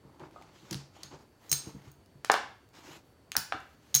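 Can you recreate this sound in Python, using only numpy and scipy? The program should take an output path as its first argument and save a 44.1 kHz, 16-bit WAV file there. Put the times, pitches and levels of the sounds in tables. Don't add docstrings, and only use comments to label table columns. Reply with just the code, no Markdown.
import sys
import numpy as np
from scipy import signal
from scipy.io import wavfile
from scipy.ndimage import uniform_filter1d

SR = 44100
rng = np.random.default_rng(int(sys.argv[2]) if len(sys.argv) > 2 else 0)


def to_wav(sig):
    pcm = np.clip(np.atleast_2d(sig), -1, 1) * 32767
    pcm = np.round(pcm).astype(np.int16)
    wavfile.write(sys.argv[1], SR, pcm.T)


def amplitude_ratio(level_db):
    exponent = np.asarray(level_db, float) / 20
    return 10 ** exponent


N = 176400


def evened(x):
    return x / np.sqrt(np.mean(x ** 2) + 1e-20)


def read(points, hz):
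    f, value = np.transpose(points)
    return np.interp(np.log(hz + 1), np.log(f + 1), value)


def add(mix, s, db, sound):
    part = mix[round(s * SR):][:len(sound)]
    part += amplitude_ratio(db) * sound[:len(part)] / abs(sound).max()


def resonate(x, hz, width):
    r = np.exp(-np.pi * width / SR)
    return signal.lfilter([1 - r, 0, r - 1], [1, -2 * r * np.cos(2 * np.pi * hz / SR), r * r], x)


def ring(modes, pitch, stretch, tilt, spread_db, detune, size):
    hz, db, t60 = np.transpose(modes)[:, :, None]
    t = np.arange(size) / SR
    pitch_luck, level_luck = rng.standard_normal((2, len(modes), 1))
    wave = np.sin(2 * np.pi * hz * pitch * (1 + detune * pitch_luck) * t)
    level = db + tilt + spread_db * level_luck - 60 * t / (t60 * stretch)
    return (amplitude_ratio(level) * wave).sum(0)


def push(ms):
    return np.hanning(max(int(ms * SR / 1000), 1) + 2)


def hiss(spectrum, patchy_db):
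    frames, hz = N // 128 + 5, np.fft.rfftfreq(1024, 1 / SR)
    a, b, patches = rng.standard_normal((frames // 2 + 3, 513, 3)).T
    patches = uniform_filter1d(patches, size=14, axis=0)
    patches = evened(uniform_filter1d(patches, size=8, axis=1))
    z = (a + 1j * b) * amplitude_ratio(read(spectrum, hz)[:, None] + patchy_db * patches)
    return evened(signal.istft(z, nperseg=1024, noverlap=768)[1][:N])


def air():
    # frequency in Hz, level in dB per Hz.
    room_tone = [(28, -21.5), (55, 13), (140, -2.5), (330, -2), (900, -12.5), (1500, -17), (2600, -22),
                 (16000, -34)]
    whine_hz, waver_hz = 4500, 35
    waver = waver_hz * evened(uniform_filter1d(rng.standard_normal(N), size=300))
    whine = np.sin(2 * np.pi * np.cumsum(whine_hz + waver) / SR)
    return amplitude_ratio(-61) * hiss(room_tone, patchy_db=1.0) + amplitude_ratio(-79) * whine


def brush():
    # start in seconds, length in seconds, hiss in dB,
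    # scrape in dB, fizz in dB over the hiss.
    slides = [(-0.003, 0.21, -81, -62, -20), (0.185, 0.088, -65, -48, -29), (0.29, 0.23, -67.5, -60.5, -30),
              (0.503, 0.24, -62, -67, -18), (0.674, 0.16, -60.5, -58.5, -22),
              (0.912, 0.18, -60.5, -64, -20), (1.098, 0.072, -59, -51.5, -35),
              (1.178, 0.075, -69.5, -62, -12), (1.371, 0.34, -62.5, -62.5, -9),
              (1.633, 0.22, -67.5, -63, -11), (1.831, 0.091, -65.5, -60, -13),
              (2.05, .14, -88.5, -90, -9.5), (2.721, 0.11, -57.5, -58.5, -15.5),
              (2.817, .17, -55.5, -56, -14.5), (3.026, 0.12, -81.5, -80, 1), (3.508, 0.26, -71, -80, -8),
              (3.758, 0.5, -65, -78, -11)]
    # frequency in Hz, level in dB per Hz.
    felt = [(300, -0.5), (1000, 7.5), (3000, 4), (7000, -0.5), (9500, -16), (15000, -29.5)]
    # frequency in Hz, width in Hz, level in dB.
    scrape_bands = [(156, 6.7, -7.5), (323, 124, 1.5), (483, 380, 0), (812.5, 270, -6.5),
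                    (1210, 130, -31.5)]
    t, level = np.arange(N) / SR, np.zeros((3, N))
    for s, length, hiss_db, scrape_db, fizz_db in slides:
        rise = np.sin(np.pi / 2 * np.clip((t - s) / (0.26 * length + 0.0078), 0, 1)) ** 2
        late = t - s - length
        fade_db = -200 * np.maximum(late + 0.024, 0) - 1300 * np.maximum(late + 0.036, 0) ** 2
        peaks = amplitude_ratio([[hiss_db], [scrape_db], [hiss_db + fizz_db]])
        level += peaks * rise * amplitude_ratio(fade_db)
    lumps = evened(uniform_filter1d(rng.standard_normal((2, N)), size=350))
    fine_grain, coarse_grain = amplitude_ratio(np.array([[1.2], [2.5]]) * lumps)
    slips = coarse_grain * rng.standard_normal(N)
    scrape = np.zeros(N)
    for hz, width, db in scrape_bands:
        scrape += amplitude_ratio(db) * evened(resonate(resonate(slips, hz, width), hz, 2 * width))
    fizz = resonate(fine_grain * rng.standard_normal(N), 12500, 6000)
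    rubbing = evened(fine_grain * hiss(felt, patchy_db=2.0))
    return level[0] * rubbing + level[1] * evened(scrape) + level[2] * evened(fizz)


def thumps():
    # start in seconds, peak in dB, level of the upper modes in dB.
    blows = [(0.05, -42, -2), (0.211, -46, -31), (0.382, -48, 5), (0.624, -46, -3), (0.712, -26.5, -2.5),
             (0.745, -28.5, -13.5), (1.038, -42.5, -15), (1.131, -46, -8), (1.513, -29.5, -19.5),
             (1.669, -29.5, 3), (1.743, -34.5, -8.5), (1.869, -40.5, -20), (2.151, -46.5, -11),
             (2.296, -37.5, 3), (2.905, -49.5, -25), (3.369, -35, -4), (3.538, -36, -2),
             (3.949, -30, -15.5)]
    # frequency in Hz, level in dB, t60 in seconds.
    table_modes = [(75, -9.5, 0.22), (98, -11.5, 0.22), (127, -8.5, 0.098), (142.5, 4.5, .28),
                   (164, -9, 0.065), (195, -4.5, 0.17), (260, -3.5, 0.08), (323, -1, 0.085),
                   (455, -6.5, 0.16)]
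    is_upper = (np.transpose(table_modes)[0] > 170)[:, None]
    for_all = np.zeros(N)
    for s, db, upper_db in blows:
        boom = ring(table_modes, 0.98, 1, is_upper * (upper_db + 15.5),
                    spread_db=1.0, detune=0.012, size=16000)
        force = np.convolve(push(1.3), rng.standard_normal(8).repeat(60))
        force = force - force.mean()
        add(for_all, s, db - 3.0, signal.oaconvolve(boom, force))
    return for_all


def knocks():
    # start in seconds, peak in dB, pitch factor, edge in dB,
    # share of the rim touch.
    tray_hits = [
        (.965, -45, 1.1, -23, .6),
        (1.663, -46, 0.68, -14, 0.21),
        (2.298, -3, 0.98, -17.5, -0.26),
        (2.3396, -11, 0.875, -7.5, -0.18),
    ]
    # start in seconds, peak in dB,
    # pitch factor, edge in dB, share of the rim touch.
    well_hits = [
        (0.2165, -48, 1.1, -30, 0.36),
        (0.236, -55, 0.72, -30, 0.54),
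        (0.3601, -37, 1.5, -36, 0.53),
        (.377, -49, 0.88, -37, 0.9),
        (.4125, -43, 1.13, -19, 0.72),
        (3.3522, -21, 1, -22.5, -0.031),
        (3.3655, -21.5, 1.1, -20, -0.18),
        (3.522, -15.5, 0.99, -11.5, 0.16),
    ]
    # frequency in Hz, level in dB, t60 in seconds.
    tray_modes = [(435, -29.5, 0.016), (719, -17.5, .016), (830, -0.5, 0.023), (1086, 0, 0.011),
                  (1338, 1, 0.015), (1596, 2.5, 0.0079), (2135, -12.5, 0.0062)]
    # frequency in Hz, level in dB, t60 in seconds.
    well_modes = [(820, -4.5, 0.03), (1040, -6.5, 0.015), (1363, 1, 0.013), (1616, -0.5, 0.013),
                  (2320, -10, 0.012), (3230, -23, .006)]
    touch_ms, lead_ms = 0.2, 1.282
    body, near, around = np.zeros((3, N))
    t = np.arange(400) / SR
    for hits, modes, cut_hz in [(tray_hits, tray_modes, 480), (well_hits, well_modes, 650)]:
        thin = signal.butter(2, cut_hz, "high", fs=SR)
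        for s, db, pitch, edge_db, rim in hits:
            gap = np.zeros(int(lead_ms * SR / 1000))
            force = np.r_[rim * push(touch_ms), gap, push(touch_ms)]
            if db < -30:
                force = np.convolve(force, push(1.1))
            hollow = ring(modes, pitch, 1, 0, spread_db=1.5, detune=.015, size=3000)
            add(body, s, db, signal.lfilter(*thin, np.convolve(hollow, force)))
            crackle = rng.standard_normal(400) * t * amplitude_ratio(-60 * t / .005)
            edge = resonate(resonate([crackle, 1. * (t == 0)], 3000, 2500), 2500, 2500)
            add(near, s + 0.00089, db + edge_db, edge[0])
            add(around, s, db + edge_db + 5.5, edge[1])
    return body + near, body + around


def clacks():
    # start in seconds, peak in dB, length in ms,
    # brightness in dB per octave, pitch factor.
    slaps = [(0.148, -60, 2.1, -9, .9), (0.1966, -46.5, 2.2, -11, 0.57), (0.31, -49, 2.5, -23, 0.62),
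             (0.3877, -58, 2.1, -19, 0.72), (0.413, -54, 2.1, -17, 0.56), (0.4218, -45, 5.9, -2, 0.41),
             (0.7098, -26.5, 2.8, -9.5, 0.94), (0.7121, -24.5, 1.3, -5, 1.15),
             (0.7269, -25.5, 9, -11.5, 0.92), (0.7445, -20.5, 0.42, -10, 1), (1.0325, -27, 4, -7, 0.86),
             (1.5152, -14, 4.4, 5, 1.1), (1.5273, -12, 1.3, -11, 0.89), (1.5296, -17, 3.4, -6, 1.02),
             (2.06, -53, 2.2, 3, 1.02), (2.2467, -18.5, 0.72, -25, 0.59), (2.248, -24, 1.5, -11, 0.97),
             (2.3166, -13, 4.1, -10, 1.03), (2.326, -32, 3.1, -9, 0.82), (2.3361, -24, 1.5, 8, .8),
             (2.6894, -53, 2.1, 13, 1.02), (3.3186, -16, 0.64, -8, 0.53), (3.365, -30, 0.45, 3, 1.8),
             (3.366, -4.5, 1.54, 16, 1.047), (3.368, -9.5, 1.5, 11.5, 1.07), (3.603, -48.5, 2.1, -3, 1.3),
             (3.9427, -18, 2.4, -13, 0.69), (3.9498, -7, 2.1, 18, 1.17), (3.9529, -16.5, 2, 8, 1.05),
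             (3.958, -14, 5.3, 11, 1.06), (3.9668, -16.5, 3.1, 10, 1.1)]
    # frequency in Hz, width in Hz, level in dB.
    stack = [(1460, 1900, -2), (3300, 2300, -0.5), (4997, 1300, 16.5), (6440, 300, 5.5), (9200, 2700, -2.5),
             (13100, 650, -13), (14900, 330, -1.5)]
    near, around, t = np.zeros(N), np.zeros(N), np.arange(900) / SR
    impulse = 1. * (t == 0)
    for s, db, ms, bright, pitch in slaps:
        contacts = rng.standard_normal(900) * amplitude_ratio(3.0 * rng.standard_normal(900))
        chatter = contacts * np.minimum(t / .0003, 1) ** 2 * amplitude_ratio(-12 * (1000 * t / ms) ** 1.5)
        body = np.zeros(900)
        for hz, width, gain_db in stack:
            slope = bright if hz > 5500 else min(bright + 6, 0)
            tuned_hz = hz * pitch if hz < 10000 else hz
            body += amplitude_ratio(gain_db + slope * np.log2(hz / 5000)) * resonate(impulse, tuned_hz, width)
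        slap = np.convolve(chatter, body)[:900]
        add(near, s, db - 1.5, slap)
        crest_db = 20 * np.log10(abs(evened(body)).max() / abs(evened(slap)).max())
        add(around, s, db - 1.5 + crest_db, body)
    return near, around


def clinks():
    # start in seconds, peak in dB, brightness in dB per
    # octave, ring length factor, level of the middle modes in dB.
    strikes = [(0.1968, -62, -3, .3, -7), (0.425, -69, -5, .3, -12), (1.0326, -37.5, -15, 0.6, -5),
               (1.4947, -35, 1, 2, -8), (1.5158, -14.5, 7.5, 1, 7), (1.5273, -16, 0, 1.2, 5),
               (1.530, -19.5, 20, 0.56, -3), (1.916, -48, 11.5, 0.53, 1), (3.318, -35, -5, 0.64, 0),
               (3.9437, -15, -1, 0.77, -8), (3.9498, -7.5, -8, 0.41, -16), (3.9523, -19, 4, 0.45, -7),
               (3.958, -18, 1, 0.65, -9), (3.9625, -16, 9, 0.63, -2), (3.967, -19, -3, 0.5, -9)]
    # frequency in Hz, level in dB, t60 in seconds.
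    chip_modes = [(4110, -11, .06), (4870, -12, .02), (5650, -8, .03), (5980, -9, .03), (6450, -3, .055),
                  (6630, 0, .045), (7670, -15, .02), (8490, -9, .03), (9150, -9, .025), (10800, -12, .015),
                  (11900, -14, .012), (13750, -11, .04), (14750, -10, .03), (15200, -9, .025)]
    out = np.zeros(N)
    octaves = np.log2(np.transpose(chip_modes)[0] / 6550)[:, None]
    middle = (octaves > .15) & (octaves < .6)
    onset = np.minimum(np.arange(6000) / SR / .0004, 1)
    for s, db, bright, stretch, middle_db in strikes:
        above, below = bright * np.sqrt(abs(octaves)), -abs(bright * octaves)
        tilt = np.where(octaves > 0, above, below) + middle * middle_db
        chip = ring(chip_modes, 0.99, stretch, tilt, spread_db=1.0, detune=0.0028, size=6000)
        add(out, s, db + 1.5, onset * chip)
    return out


def room(x):
    # frequency in Hz, t60 in seconds.
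    decay = [(100, 0.85), (300, 0.29), (1000, 0.41), (3000, 0.45), (7000, 0.36), (14000, 0.21)]
    # delay in ms, level in dB.
    walls = [(8.7, -19), (11.3, -21), (15.1, -18), (22.4, -22)]
    taps, at = np.zeros(SR), np.arange(0, SR - 12, 12)
    taps[at + rng.integers(0, 12, len(at))] = rng.choice([-1., 1.], len(at))
    hz, t, z = signal.stft(taps, SR, nperseg=256)
    tail = signal.istft(z * amplitude_ratio(-60 * t / read(decay, hz)[:, None]), SR, nperseg=256)[1]
    ms = 1000 * np.arange(len(tail)) / SR
    tail = tail * np.clip(ms / 8, 0, 1) ** 2
    tail = tail / np.linalg.norm(tail)
    for delay_ms, db in walls:
        add(tail, delay_ms / 1000, db, signal.firwin(9, 7000, fs=SR))
    return signal.fftconvolve(x, tail)[:N]


def scene():
    background = air() + brush() + thumps()
    tray, tray_around = knocks()
    slaps, slaps_around = clacks()
    ringing = clinks()
    wet = room(amplitude_ratio(1.5) * ringing + amplitude_ratio(2.0) * tray_around + amplitude_ratio(-0.1) * slaps_around)
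    return (ringing + slaps + tray + amplitude_ratio(-8) * wet + background)[None]


def top_cut(x):
    return signal.sosfilt(signal.butter(12, 17050, fs=SR, output="sos"), x)


def record(dry):
    bass_cut = signal.butter(3, 60, "high", fs=SR, output="sos")
    x = signal.sosfilt(bass_cut, dry)
    x = signal.oaconvolve(x, signal.firwin(511, 16100, fs=SR)[None], "same")
    return top_cut(x)


dry = scene()
out = record(dry)
to_wav(out)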